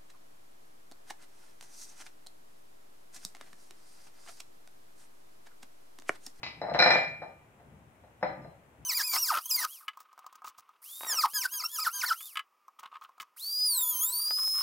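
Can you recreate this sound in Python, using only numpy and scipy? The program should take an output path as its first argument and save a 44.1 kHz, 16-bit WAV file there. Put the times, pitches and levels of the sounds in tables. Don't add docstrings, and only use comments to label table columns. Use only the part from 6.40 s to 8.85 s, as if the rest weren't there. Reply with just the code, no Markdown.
import sys
import numpy as np
from scipy import signal
from scipy.fft import rfft, irfft, next_fast_len
from scipy.io import wavfile
from scipy.ndimage import uniform_filter1d

SR = 44100
rng = np.random.default_rng(int(sys.argv[2]) if len(sys.argv) > 2 else 0)


def pcm_store(signal):
    levels = np.round(np.clip(np.atleast_2d(signal), -1, 1) * 32767)
    wavfile.write(sys.argv[1], SR, levels.astype(np.int16).T)


N = 108045
RING_RISE_S = 0.0011

# t/s, knock level/dB, ring level/dB, treble cutoff f/Hz (high = hard)
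CONTACTS = [(0.2155, -14.5, -19.5, 970), (0.233, -15.5, -44, 825), (0.249, -17.5, -43, 760),
            (0.267, -25.5, -28, 1400), (0.285, -15.5, -33.5, 798), (0.297, -21.5, -23.5, 1400),
            (0.313, -13.5, -28, 850), (0.3465, -8, -13.5, 1700), (0.3893, -8.5, 6, 6000),
            (0.400, -7.5, 3, 4880), (0.411, -14.5, -1, 5000), (0.423, -9, 7, 5000),
            (0.440, -14, -10.5, 4000), (0.4596, -4, -2, 3200), (0.469, -8, -3.5, 2600),
            (0.5036, -6, 2.5, 4430), (0.538, -13, -14, 2970), (0.556, -10.5, -12, 3550),
            (0.572, -18.5, -13, 2450), (0.634, -32, -24, 1510), (0.819, -19.5, -35, 1026),
            (0.826, -23, -37.5, 1000), (1.198, -38, -52, 900), (1.637, -36.5, -51, 820),
            (1.810, -34, -54, 900), (1.8272, -9, -29, 1490), (1.833, -9.5, -33.5, 960),
            (2.046, -22, -43, 560)]
# f/Hz, level/dB, time to fade by 60 dB t/s, pan/dB
DISH_MODES = [(1291, -41, 0.21, 6), (1433, -33, 0.27, 1), (1620, -34, 0.08, 3), (1766, -29, 0.09, 3.5),
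              (1812, -31.5, 0.22, -7), (3937, -32, 0.08, -11.5), (4030, -28.5, 0.15, -6.5),
              (4120, -29, 0.12, -2), (4140, -42.5, 0.1, -2.5), (4850, -36.5, 0.06, 6.5),
              (5157, -42.5, 0.1, 2), (5230, -37, 0.18, 7.5), (5300, -39, 0.024, 19.5)]
def dish_ring():
    return china(DISH_MODES, [(s, ring_db) for s, _, ring_db, _ in CONTACTS], detune=0.004)


# t/s, level/dB
CLINKS = [(0.391, -1.5), (0.423, -7), (0.460, -7.5), (0.506, -3), (0.534, -4)]
# f/Hz, level/dB, fade t/s, pan/dB
CLINK_MODES = [(5720, -46, 0.15, 13.5), (7140, -52.5, 0.23, 3), (7180, -52, 0.28, 3),
               (7210, -50, 0.23, 2.5), (8000, -62.5, 0.41, -0.5), (8460, -58, .2, -1),
               (9850, -57.5, 0.25, 3)]
def clink_ring():
    return china(CLINK_MODES, CLINKS, detune=0.0012)


# t/s, level/dB
SETTLINGS = [(1.811, -35), (1.827, -10), (2.018, -31.5), (2.039, -32)]
# f/Hz, level/dB, fade t/s, pan/dB
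FOOT_MODES = [(4080, -38, 0.19, -4.5), (5235, -36.5, 0.069, 9.5), (5370, -47.5, 0.051, 2.5)]
def foot_ping():
    return china(FOOT_MODES, SETTLINGS, detune=0.0012)


# f/Hz, level/dB, fade t/s
BOARD_MODES = [(341.5, -40, 0.47), (487, -39.5, 0.22), (555, -43, .18), (591, -36, 0.11),
               (635.4, -30.5, 0.2), (697, -32, 0.19), (736, -27.5, 0.094), (812, -37, .17),
               (886, -31, 0.22), (927, -37.5, 0.24), (1020, -36.5, 0.34), (1196, -36.5, 0.65),
               (1793, -35, 0.3), (1989, -25, 0.083)]
# f/Hz, level/dB
KNOCK_COLOUR = [(30, -43.5), (60, -18), (170, -9), (260, -9.5), (400, -11), (520, 1), (740, 4.5),
                (900, -1.5), (1100, -9.5), (1550, -5.5), (2000, -1), (2400, -8.5), (2800, -19), (3500, -17),
                (4100, -8.5), (4500, -19), (5300, -16), (6300, -35.5), (15000, -64.5)]
def shelf_knocks():
    knock, board = np.zeros(N), np.zeros(N)
    for s, db, _, corner_hz in CONTACTS:
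        cut_hz = np.clip(57 * 2 ** (-db / 7.5), 20, 410)
        bass_cut = signal.butter(2, cut_hz, "high", fs=SR, output="sos")
        thud = soften(crack(fade_s=0.067), corner_hz)
        tones = soften(ring(BOARD_MODES, detune=0.003).sum(0), corner_hz)
        add(knock, s, from_db(db + 11.5) * signal.sosfilt(bass_cut, thud))
        add(board, s, from_db(db) * signal.sosfilt(bass_cut, tones))
    return coloured(knock, KNOCK_COLOUR), board


# f/Hz, clinked level/dB, tapped level/dB, fade t/s, pan/dB
NEIGHBOUR_MODES = [(2024, -31, -19, .38, 2), (2250, -29, -25, .58, -4), (2385, -21.5, -24, .6, -5),
                   (3897, -34, -18, .3, -3), (5130, -46, -25.5, .33, 4), (2412, -28, -25, .33, 8),
                   (2568, -42, -21, .22, 0), (4170, -38, -19, .1, -2), (4818, -45, -25, .26, 6),
                   (6720, -66, -34, .18, 3)]
def neighbour_ring():
    out, rise = np.zeros((2, N)), np.exp(-1 / (RING_RISE_S * SR))
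    for hz, clink_db, tap_db, fade_s, pan_db in NEIGHBOUR_MODES:
        kicks = np.full(N, 1e-30)
        for blows, mode_db in ((CLINKS, clink_db), (TAPS, tap_db)):
            for s, db in blows:
                kicks[int(s * SR)] += from_db(db + mode_db) ** 2
        kept_per_sample = from_db(-60 / (fade_s * SR)) ** 2
        energy = signal.lfilter([1], [1, -kept_per_sample], kicks)
        swing = signal.lfilter([(1 - rise) ** 2], [1, -2 * rise, rise ** 2], np.sqrt(energy))
        tone = np.sin(2 * np.pi * (hz * np.arange(N) / SR + rng.random()))
        out += from_db([[pan_db / 2], [-pan_db / 2]]) * swing * tone
    return out


# t/s, level/dB
TAPS = [(0.0314, -24.5), (0.064, -30), (0.338, -33)]
# f/Hz, level/dB
TAP_COLOUR = [(30, -42.5), (150, -3), (500, -10.5), (900, -1), (1500, -9), (2100, -1.5), (2700, -3.5),
              (3400, -12.5), (4100, -5), (5500, -16), (8000, -42), (15000, -48.5)]
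def rim_taps():
    return from_db(14.5) * clicks(TAPS, TAP_COLOUR, fade_s=0.04)


# t/s, level/dB
TICKS = [(0.340, -33), (0.347, -40.5), (0.3895, -38.5), (0.503, -28.5)]
# f/Hz, level/dB
TICK_COLOUR = [(100, -25), (1500, -9.5), (3000, 11), (5300, 2.5), (7500, -9.5), (10000, -23.5),
               (15000, -18.5)]
def glaze_ticks():
    return from_db(8) * clicks(TICKS, TICK_COLOUR, fade_s=0.015)


# t/s, level/dB
BUMPS = [(0.034, -55), (0.15, -39), (0.225, -35), (0.301, -31), (0.39, -43), (0.47, -29), (0.662, -38),
         (0.78, -41), (1.244, -40.5), (1.319, -43), (1.404, -49), (1.859, -35), (1.967, -30), (2.38, -39.5)]
# f/Hz, level/dB
BUMP_COLOUR = [(30, -36.5), (65, -4.5), (100, -11), (150, 5.5), (210, -6), (400, -14), (900, -18.5),
               (3000, -60.5)]
def hand_bumps(attack_s=0.016, decay_s=0.062):
    t, level = np.arange(SR) / SR, np.zeros(N)
    swell = (1 - np.exp(-t / attack_s)) * np.exp(-t / decay_s)
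    for s, db in BUMPS:
        add(level, s, from_db(db - 11) * swell)
    return coloured(level * diffuse(N), BUMP_COLOUR)


# f/Hz, fade t/s
ROOM_FADES = [(100, 0.91), (300, 0.35), (700, 0.44), (2000, 0.47), (5000, 0.36), (12000, 0.29)]
def room_echo(build_s=0.004):
    t, hz = np.arange(SR) / SR, np.fft.rfftfreq(SR, 1 / SR)
    white, echo = rfft(diffuse(SR)), 0
    for centre_hz, fade_s in ROOM_FADES:
        band = at_hz([(f, f == centre_hz) for f, _ in ROOM_FADES], hz)
        echo = echo + irfft(white * band, SR) * from_db(-60 * t / fade_s)
    echo = evened(echo * (1 - np.exp(-t / build_s)), width_hz=50)
    energy = SR * at_hz(ROOM_FADES, 1000) / np.log(1e6)
    return echo / np.sqrt(energy)


# f/Hz, level/dB
HUSH_COLOUR = [(20, -16.5), (42, -23), (66, 2), (82, -4), (104, -1.5), (188, -8), (399, -12.5),
               (722, -11.5), (1110, -16), (2420, -22), (4620, -38), (7500, -33.5), (12800, -37),
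               (15500, -40.5)]
def room_hush():
    return from_db(-59.5) * coloured(diffuse(N + SR), HUSH_COLOUR)[:, SR:]


def china(modes, blows, detune):
    out, pan_db = np.zeros((2, N)), np.array(modes)[:, -1]
    sides = from_db(np.outer([.5, -.5], pan_db))
    for s, db in blows:
        add(out, s, from_db(db) * sides @ ring(modes, detune))
    return out


def ring(modes, detune, spread_db=1.3):
    hz, db, fade_s = np.array(modes).T[:3, :, None]
    t = np.arange(SR * 3 // 4) / SR
    strength, shift = rng.standard_normal((2, len(modes), 1))
    phase = 2 * np.pi * (hz * (1 + detune * shift) * t + rng.random(hz.shape))
    onset = 1 - np.exp(-(t / RING_RISE_S) ** 2)
    return from_db(db + spread_db * strength - 60 * t / fade_s) * onset * np.sin(phase)


def clicks(blows, colour, fade_s):
    out = np.zeros(N)
    for s, db in blows:
        add(out, s, from_db(db) * crack(fade_s))
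    return coloured(out, colour)


def crack(fade_s):
    t = np.arange(SR // 8) / SR
    burst = rng.standard_normal(len(t)) * from_db(-60 * t / fade_s)
    return evened(burst / np.linalg.norm(burst), width_hz=120)


def soften(x, corner_hz):
    return signal.sosfilt(signal.butter(2, np.clip(corner_hz, 100, SR / 3), fs=SR, output="sos"), x)


def diffuse(size, gap_s=0.00048):
    mid, side = rfft(rng.standard_normal((2, size)))
    alike = .96 * np.sinc(2 * np.fft.rfftfreq(size, 1 / SR) * gap_s)
    pair = np.sqrt(1 + alike) * mid + np.sqrt(1 - alike) * side * [[1], [-1]]
    return irfft(pair / np.sqrt(2), size)


def coloured(x, colour):
    size = 2 * next_fast_len(x.shape[-1])
    gain = from_db(at_hz(colour, np.fft.rfftfreq(size, 1 / SR)))
    cepstrum = irfft(np.log(gain / np.sqrt(np.mean(gain ** 2))))
    cepstrum[1:size // 2] *= 2
    cepstrum[size // 2 + 1:] = 0
    return irfft(rfft(x, size) * np.exp(rfft(cepstrum)), size)[..., :x.shape[-1]]


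def evened(x, width_hz):
    size = x.shape[-1]
    power = (np.abs(rfft(np.atleast_2d(x))) ** 2).mean(0)
    smooth = uniform_filter1d(power, int(width_hz * size / SR) | 1)
    opposite = np.transpose([np.fft.rfftfreq(size, 1 / SR), -10 * np.log10(smooth + 1e-12)])
    flat = coloured(x, opposite[1:])
    return flat * np.linalg.norm(x) / np.linalg.norm(flat)


def from_db(db):
    return 10 ** (np.asarray(db) / 20)


def at_hz(table, hz):
    freqs, values = np.transpose(table)
    return np.interp(np.log(np.maximum(hz, 1)), np.log(freqs), values)


def add(out, s, sound):
    i = max(int(s * SR), 0)
    out[..., i:i + sound.shape[-1]] += sound[..., :N - i]


def scene(right_lag_s=0.000099, lean_left_db=1.24):
    knock, board = shelf_knocks()
    hits = knock + rim_taps() + glaze_ticks()
    clatter = dish_ring() + foot_ping() + clink_ring()
    neighbour = neighbour_ring()
    left, right = hits + board + clatter + neighbour
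    late_right = np.interp(np.arange(N) - right_lag_s * SR, np.arange(N), right)
    into_room = (from_db(2.5) * hits + from_db(-10) * board
                 + from_db(-1) * clatter + from_db(-13.5) * neighbour)
    echo = signal.fftconvolve(into_room, room_echo(), axes=1)[:, :N]
    mix = np.array([left, late_right]) + echo + room_hush() + hand_bumps()
    return mix * from_db([[lean_left_db], [-lean_left_db]])


def record(dry, cutoff_hz=15750):
    return signal.sosfilt(signal.ellip(12, .1, 80, cutoff_hz, fs=SR, output="sos"), dry)


dry = scene()
out = record(dry)
pcm_store(out)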